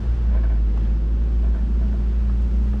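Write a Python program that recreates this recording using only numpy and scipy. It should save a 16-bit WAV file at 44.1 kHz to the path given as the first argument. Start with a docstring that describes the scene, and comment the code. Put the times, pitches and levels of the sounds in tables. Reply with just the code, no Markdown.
"""An open wooden shuttle cart, heard from a passenger seat while a small engine drones at a nearly steady speed.
The engine is fluttering sines: exhaust throb, hum, boom and overtones; random firing pulses in resonances mutter.
Shaped noise makes the rumble and hiss of the tyres on the paving; sparse impacts and taps through wood
resonances make the benches chatter and rap, coloured noise bursts knock in the frame, and loose parts tick.
The scene opens in a jolt that dies away; later the stereo image closes to the centre."""
import sys
import numpy as np
from scipy import signal
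from scipy.fft import rfft, irfft, next_fast_len
from scipy.io import wavfile

SR = 44100
rng = np.random.default_rng(int(sys.argv[2]) if len(sys.argv) > 2 else 0)


def unload_audio(sound):
    """Save the sound as a 16-bit wav file, at the path given as the first command line argument."""
    columns = np.transpose(np.atleast_2d(sound))
    # keep every value between -1 and 1, then stretch to whole-number steps
    steps = np.round(np.clip(columns, -1, 1) * 32767)
    wavfile.write(sys.argv[1], SR, steps.astype(np.int16))


N = 123479

# engine speed before its small wobble: (time [s], base pitch [Hz])
ENGINE_SPEED = [(0.0, 59.35), (0.15, 58.54), (0.38, 56.4), (0.6, 53.88), (0.88, 54.06), (1.1, 55.28),
                (1.28, 56.94), (1.45, 56.54), (1.7, 56.08), (1.86, 58.4), (2.02, 56.72), (2.2, 57.78),
                (2.31, 57.4), (2.42, 57.56), (2.55, 57.44), (2.68, 58.7), (2.8, 59.35)]
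# exhaust throb: (time [s], level [dB])
THROB_LEVEL = [(0, -21.5), (.05, -20.5), (.1, -18), (.16, -24), (.21, -17), (.42, -17), (.62, -18),
               (1.3, -18.7), (1.46, -17), (1.53, -17.7), (1.58, -21.5), (1.63, -17.5), (1.68, -21.5),
               (1.74, -17), (1.86, -19), (2.45, -19), (2.65, -17.7), (2.8, -21)]
# hum an octave above the base pitch: (time [s], level [dB])
OCTAVE_LEVEL = [(0, -32), (.12, -33), (.25, -41), (.65, -41.5), (.84, -34.5), (1.0, -47), (1.18, -36),
                (1.35, -43), (1.7, -43.5), (1.86, -37.5), (2.0, -39.5), (2.17, -47), (2.3, -33), (2.5, -48),
                (2.68, -32.5), (2.8, -35.5)]
# one overtone that makes the body boom: (time [s], level [dB])
BOOM_LEVEL = [(0, -32.5), (.15, -51.5), (.31, -33.5), (.4, -53), (1.05, -51.5), (1.4, -45), (1.66, -37),
              (1.77, -49), (1.84, -32), (2.15, -39), (2.3, -32.5), (2.4, -39), (2.52, -36), (2.8, -31)]
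# other tones of engine and drive: (multiple of base pitch, level before the overtone curve [dB], flutter [0-1])
ENGINE_TONES = [(.5, -45.5, .3), (2.75, -47, 0), (3, -40.5, .25), (3.75, -43, 0.25), (4, -44, 0.5),
                (4.25, -54.5, 0.9), (4.5, -50, 0.8), (4.87, -49.5, 0.9), (6, -47.5, 0), (6.25, -53.5, 0.5),
                (6.75, -56, 0.8), (7.25, -56.5, 0.4), (9, -63, 0.9), (9.78, -59, 1)]
# shared rise and fall of the other tones and the mutter: (time [s], level change [dB])
OVERTONE_LEVEL = [(0, -6), (.35, -2.5), (.65, -0.5), (1.25, 0.5), (1.65, -1.5), (2.0, -1), (2.25, -7),
                  (2.55, 0), (2.8, -8)]
# body resonances shaken by each firing: (centre [Hz], width [Hz], relative level [dB])
BODY_MODES = [(122, 6.7, -5), (177, 36, -0.5), (220.4, 31, 6.5), (296, 7.1, -7.5), (324, 150, -27),
              (393, 90, -3.5), (494, 49, -12)]
# tone colour of the road rumble: (frequency [Hz], relative level [dB])
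RUMBLE_COLOUR = [(12, -14), (22, -4.5), (30, -3), (42, -2.5), (64, 0), (80, -6.5), (130, -7), (220, -23.5),
                 (300, -19), (450, -22.5), (800, -71)]
# tone colour of the tyre hiss: (frequency [Hz], relative level [dB])
TYRE_COLOUR = [(200, -5.5), (450, 3.5), (650, -1), (800, -1), (1100, -4), (1550, -6), (2100, -12),
               (2800, -13), (4000, -18.5), (5500, -22), (7700, -30), (8700, -31.5), (10500, -40),
               (14000, -65.5)]
# rise and fall of the hiss: (time [s], level change [dB], extra treble [dB])
HISS_LEVEL = [(0, 2, 0), (.45, 0, -2), (.66, -.5, -1.5), (.84, 1.5, -1.5), (1.0, -1.5, -0.5),
              (1.25, -0.5, -0.5), (1.43, -0.5, 2), (1.7, -.5, 1.5), (1.9, 0, 2.5), (2.15, 0.5, 0),
              (2.5, 0, 3), (2.68, 0, 4.5), (2.8, 0, 1.5)]
# stereo width: (frequency [Hz], gain on the side signal [dB])
STEREO_WIDTH = [(60, -16), (130, -30), (250, -34), (500, -32), (800, -17.5), (1260, -14), (2300, -8),
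                (4200, -5.5), (10000, -4)]
# flurries of bench chatter: (time [s], level [dB], length before release [s])
CHATTER_FLURRIES = [(0.227, -53.5, 0.063), (0.305, -49, 0.033), (0.336, -43, 0.045), (0.428, -41.5, 0.025),
                    (0.491, -43.5, 0.022), (0.555, -52.5, 0.01), (1.427, -46.5, 0.032), (1.538, -46, 0.033),
                    (1.598, -53, 0.011), (1.806, -48, 0.029), (1.926, -50, 0.014)]
# bench resonances: (centre [Hz], width [Hz], relative level [dB])
BENCH_MODES = [(495, 31, 2), (654, 30, 7), (890, 70, -5), (1040, 80, -6), (1357, 31, -4.5),
               (1509, 45, -2.5), (1730, 55, -7.5), (1844, 65, -12), (2284, 140, -15), (3160, 650, -25.5)]
# distinct raps of the bench slats: (time [s], level [dB], extra treble [dB])
SLAT_RAPS = [(.35, -37, -3), (.358, -39, -2), (.374, -46, 10), (.437, -43.5, 1), (.451, -46, 5),
             (.499, -45, 0), (.521, -46.5, 9), (1.431, -49, 7), (1.547, -39.5, -4), (1.592, -44, -3),
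             (1.812, -47, -4), (1.927, -46, 9), (1.942, -47, -4)]
# frame knocks: (time [s], level [dB], centre of brightness [Hz], decay [s], left minus right [dB])
FRAME_KNOCKS = [(.057, -41, 400, .012, -3), (.773, -38, 780, 0.0035, -4), (.775, -46, 3100, 0.005, 2.5),
                (.809, -53, 2410, .01, 5), (.85, -55, 2400, .014, 0), (1.812, -44, 465, 0.011, -1),
                (1.941, -43, 480, .009, 0), (2.296, -39, 950, 0.004, -2), (2.42, -63, 6000, .012, 7),
                (2.678, -49, 2000, 0.007, -2), (2.733, -44, 1700, 0.004, -2), (2.74, -41, 340, .02, 0)]
# frame resonances: (centre [Hz], width [Hz], relative level [dB])
FRAME_MODES = [(333, 110, 10), (587, 300, 5.5), (860, 55, 5), (1080, 70, 0.5), (1260, 110, 2),
               (1730, 100, -1.5), (1938, 34, -4), (2660, 150, -9), (3305, 150, -8.5), (5800, 2400, -23.5)]

SPEED_WOBBLE, WOBBLE_HZ = 0.005, 18  # wobble as a fraction of speed
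JOLT_S = 0.19  # time for the opening jolt to fall to 1/e
THROB_FLUTTER, THROB_FLUTTER_HZ, JOLT_FLUTTER = 0.09, 14, 0.25
BOOM_MULTIPLE, BOOM_FLUTTER = 3.52, 0.1
OCTAVE_FLUTTER, FLUTTER_HZ = 0.2, 6
MUTTER_DB, MUTTER_TOP_HZ = -45, 900
RUMBLE_DB, JOLT_DB = -35.5, 6.5  # base level and its lift at the height of the jolt
TYRES_DB, TREBLE_HZ, PULSE_DEPTH = -47.5, 6330, 0.029
LEFT_DB = 1.15  # left minus right
CHATTER_PER_S, CHATTER_ATTACK_S, CHATTER_RELEASE_S, CHATTER_TOP_HZ = 3400, 0.0053, 0.029, 5000
RAP_S, RAP_TREBLE_HZ, RAP_TOP_HZ = 0.0059, 1200, 2780  # energy length, start of treble, dulling by soft wood
RAP_SCATTER_DB = 3.5  # random spread of the mode levels
GRAZE_S, GRAZE_DB = 0.0028, -4.5
KNOCK_OCTAVES, KNOCK_SNAP, KNOCK_SCRAPE = 0.89, 0.51, 0.85  # colour spread, weights of contact and scrape
FITTING_COUNT, FITTING_LOW_HZ, FITTING_HIGH_HZ, FITTING_WIDTH_HZ = 36, 764, 3600, 58
FITTING_MIN_DB, FITTING_MAX_DB = -63.5, -53.5  # for the highest note; lower notes are lifted
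NARROW_FROM_S, NARROW_DB_PER_S = 1, 28.5
FADE_IN_S, TOP_HZ = 0.004, 14500


def undb(db):
    """Decibels to gain."""
    return 10 ** (np.asarray(db) / 20)


def unit(x):
    """Scale to rms 1."""
    return x / np.sqrt(np.mean(x ** 2) + 1e-20)


def even(response):
    """Scale a filter to rms gain 1 across the spectrum."""
    return response / np.sqrt(np.mean(abs(response) ** 2))


def times():
    """Time of each sample [s]."""
    return np.arange(N) / SR


def freqs():
    """Frequency of each spectral bin [Hz], kept at 1 or above."""
    size = next_fast_len(N, True)
    return np.maximum(np.arange(size // 2 + 1) * SR / size, 1)


def curve(rows, axis=1):
    """One column of a table, joined by straight lines in time."""
    rows = np.array(rows)
    return np.interp(times(), rows[:, 0], rows[:, axis])


def shape(points):
    """Gain per frequency, joined in dB over log frequency."""
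    hz, db = np.array(points).T
    return undb(np.interp(np.log(freqs()), np.log(hz), db))


def ring(modes):
    """Response of a set of damped resonances, with alternating sign."""
    f = freqs()
    response = 0
    for k, (hz, width, db) in enumerate(modes):
        response = response + (-1) ** k * undb(db) / (1 + 1j * (f * f - hz * hz) / (f * width))
    return response


def through(x, response):
    """Filter a sound by its spectrum."""
    size = next_fast_len(N, True)
    return irfft(rfft(x, size) * response, size)[..., :N]


def noise():
    """White noise."""
    return rng.standard_normal(N)


def walk(hz):
    """Smooth random drift with rms 1."""
    return unit(through(noise(), np.exp(-(freqs() / hz) ** 2)))


def tap(start, length):
    """One sharp contact with the energy of a unit sound of that length."""
    return (np.arange(N) == int(start * SR)) * np.sqrt(length * SR)


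def spread(mid, side, left_db):
    """Reflections under the roof widen the sound, mostly its treble."""
    side = through(side, shape(STEREO_WIDTH))
    return np.array([(mid + side) * undb(left_db / 2), (mid - side) * undb(-left_db / 2)])


def jolt():
    """Shaking of the cart that dies away from the start, 1 towards 0."""
    return np.exp(-(times() / JOLT_S) ** 2)


def engine_tone(turns, multiple, flutter, rate):
    """A sine locked to the engine; random drift of its phasor makes level and phase flutter."""
    swing = 1 + flutter * (walk(rate) + 1j * walk(rate)) / np.sqrt(2)
    phase = 2 * np.pi * (multiple * turns + rng.random())
    return unit(np.real(swing * np.exp(1j * phase)))


def drone(turns):
    """Exhaust throb, unsteadier in the opening jolt, with octave hum, body boom and overtones."""
    throb_flutter = THROB_FLUTTER + JOLT_FLUTTER * jolt()
    throb = undb(curve(THROB_LEVEL)) * engine_tone(turns, 0.99, throb_flutter, THROB_FLUTTER_HZ)
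    boom = undb(curve(BOOM_LEVEL)) * engine_tone(turns, BOOM_MULTIPLE, BOOM_FLUTTER, FLUTTER_HZ)
    octave = undb(curve(OCTAVE_LEVEL)) * engine_tone(turns, 2, OCTAVE_FLUTTER, FLUTTER_HZ)
    others = 0
    for multiple, db, flutter in ENGINE_TONES:
        others = others + undb(db) * engine_tone(turns, multiple, flutter, FLUTTER_HZ)
    return throb + boom + octave + undb(curve(OVERTONE_LEVEL)) * others


def mutter(turns):
    """Firings of random strength, one per turn, shake the body resonances softly."""
    firings = np.diff(np.floor(turns), prepend=0) * noise()
    soft = 1 / (1 + 1j * freqs() / MUTTER_TOP_HZ) ** 2
    body = unit(through(firings, ring(BODY_MODES) * soft))
    return undb(MUTTER_DB + curve(OVERTONE_LEVEL)) * body


def rumble():
    """Low noise of the wheels through the chassis, hardest in the opening jolt."""
    return undb(RUMBLE_DB + JOLT_DB * jolt()) * unit(through(noise(), shape(RUMBLE_COLOUR)))


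def hiss(turns):
    """Broad noise of tyres and machinery, pulsing a little with the engine."""
    pulse = 1 + PULSE_DEPTH * np.cos(2 * np.pi * turns)
    gain = undb(TYRES_DB + curve(HISS_LEVEL)) * pulse
    treble_filter = 1 / (1 + (TREBLE_HZ / freqs()) ** 4)
    treble_lift = undb(curve(HISS_LEVEL, axis=2)) - 1

    def layer():
        tyres = unit(through(noise(), shape(TYRE_COLOUR)))
        return gain * (tyres + treble_lift * through(tyres, treble_filter))
    return spread(layer(), layer(), LEFT_DB)


def benches():
    """Short flurries of tiny impacts of either sign ring the loose wooden benches."""
    t, gain = times(), 0
    for start, db, length in CHATTER_FLURRIES:
        attack = np.clip((t - start) / CHATTER_ATTACK_S, 0, 1)
        release = np.exp(-np.maximum(t - start - length, 0) / CHATTER_RELEASE_S)
        gain = gain + undb(db) * attack * release
    wood = even(ring(BENCH_MODES) / (1 + 1j * freqs() / CHATTER_TOP_HZ))

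    def layer():
        impacts = unit((rng.random(N) < CHATTER_PER_S / SR) * np.sign(noise()))
        return through(gain * impacts, wood)
    return spread(layer(), layer(), LEFT_DB)


def raps():
    """Single slats graze their rails, hit and ring on, each with its own mode levels."""
    t, out = times(), 0
    for start, db, treble_db in SLAT_RAPS:
        modes = [(hz, width, mode_db + RAP_SCATTER_DB * rng.standard_normal())
                 for hz, width, mode_db in BENCH_MODES]
        treble = undb(treble_db / (1 + (RAP_TREBLE_HZ / freqs()) ** 4))
        soft = 1 / (1 + 1j * freqs() / RAP_TOP_HZ) ** 2
        wood = even(ring(modes) * treble * soft)
        # the graze swells into the hit and fades as fast after it
        graze = undb(GRAZE_DB) * np.exp(-abs(t - start) / GRAZE_S) * noise()
        out = out + undb(db) * through(graze + tap(start, RAP_S), wood)
    return spread(out, np.zeros(N), LEFT_DB)


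def knocks():
    """Blows in the frame joints: a snap and a decaying scrape, each with its own brightness and side."""
    t, frame, out = times(), ring(FRAME_MODES), 0
    for start, db, hz, decay, left_db in FRAME_KNOCKS:
        octaves_away = np.log2(freqs() / hz)
        colour = even(frame * np.exp(-0.5 * (octaves_away / KNOCK_OCTAVES) ** 2))
        envelope = (t >= start) * np.exp(-np.maximum(t - start, 0) / decay)
        scrape = envelope * rng.standard_normal((2, N))
        blow = KNOCK_SCRAPE * scrape + KNOCK_SNAP * tap(start, decay)
        mid, side = undb(db) * through(blow, colour) * np.sqrt(2)
        out = out + spread(mid, side, left_db)
    return out


def fittings():
    """Small loose parts tick at random as decaying sines, the higher notes fainter."""
    t, out = times(), np.zeros(N)
    for when, pitch, strength in rng.random((FITTING_COUNT, 3)):
        hz = FITTING_LOW_HZ * (FITTING_HIGH_HZ / FITTING_LOW_HZ) ** pitch
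        age = np.maximum(t - when * t[-1], 0)
        db = FITTING_MIN_DB + (FITTING_MAX_DB - FITTING_MIN_DB) * strength
        gain = undb(db) * np.sqrt(FITTING_HIGH_HZ / hz)
        out += gain * np.exp(-np.pi * FITTING_WIDTH_HZ * age) * np.sin(2 * np.pi * hz * age)
    return spread(out, np.zeros(N), LEFT_DB)


def scene():
    """Engine, road and woodwork around a passenger seat, all summed in stereo."""
    speed = curve(ENGINE_SPEED) * (1 + SPEED_WOBBLE * walk(WOBBLE_HZ))
    turns = np.cumsum(speed) / SR
    engine = drone(turns) + mutter(turns)
    road = spread(rumble(), rumble(), 0) + hiss(turns)
    woodwork = benches() + raps() + knocks() + fittings()
    return engine + road + woodwork


def record(dry):
    """Close the stereo image to the centre, fade in briefly and cut the top steeply."""
    t = times()
    mid, side = (dry[0] + dry[1]) / 2, (dry[0] - dry[1]) / 2
    side = side * undb(-NARROW_DB_PER_S * np.maximum(t - NARROW_FROM_S, 0))
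    heard = np.array([mid + side, mid - side]) * np.minimum(t / FADE_IN_S, 1)
    top_cut = signal.ellip(8, 0.2, 70, TOP_HZ, fs=SR, output="sos")
    return signal.sosfilt(top_cut, heard)


dry = scene()
out = record(dry)
unload_audio(out)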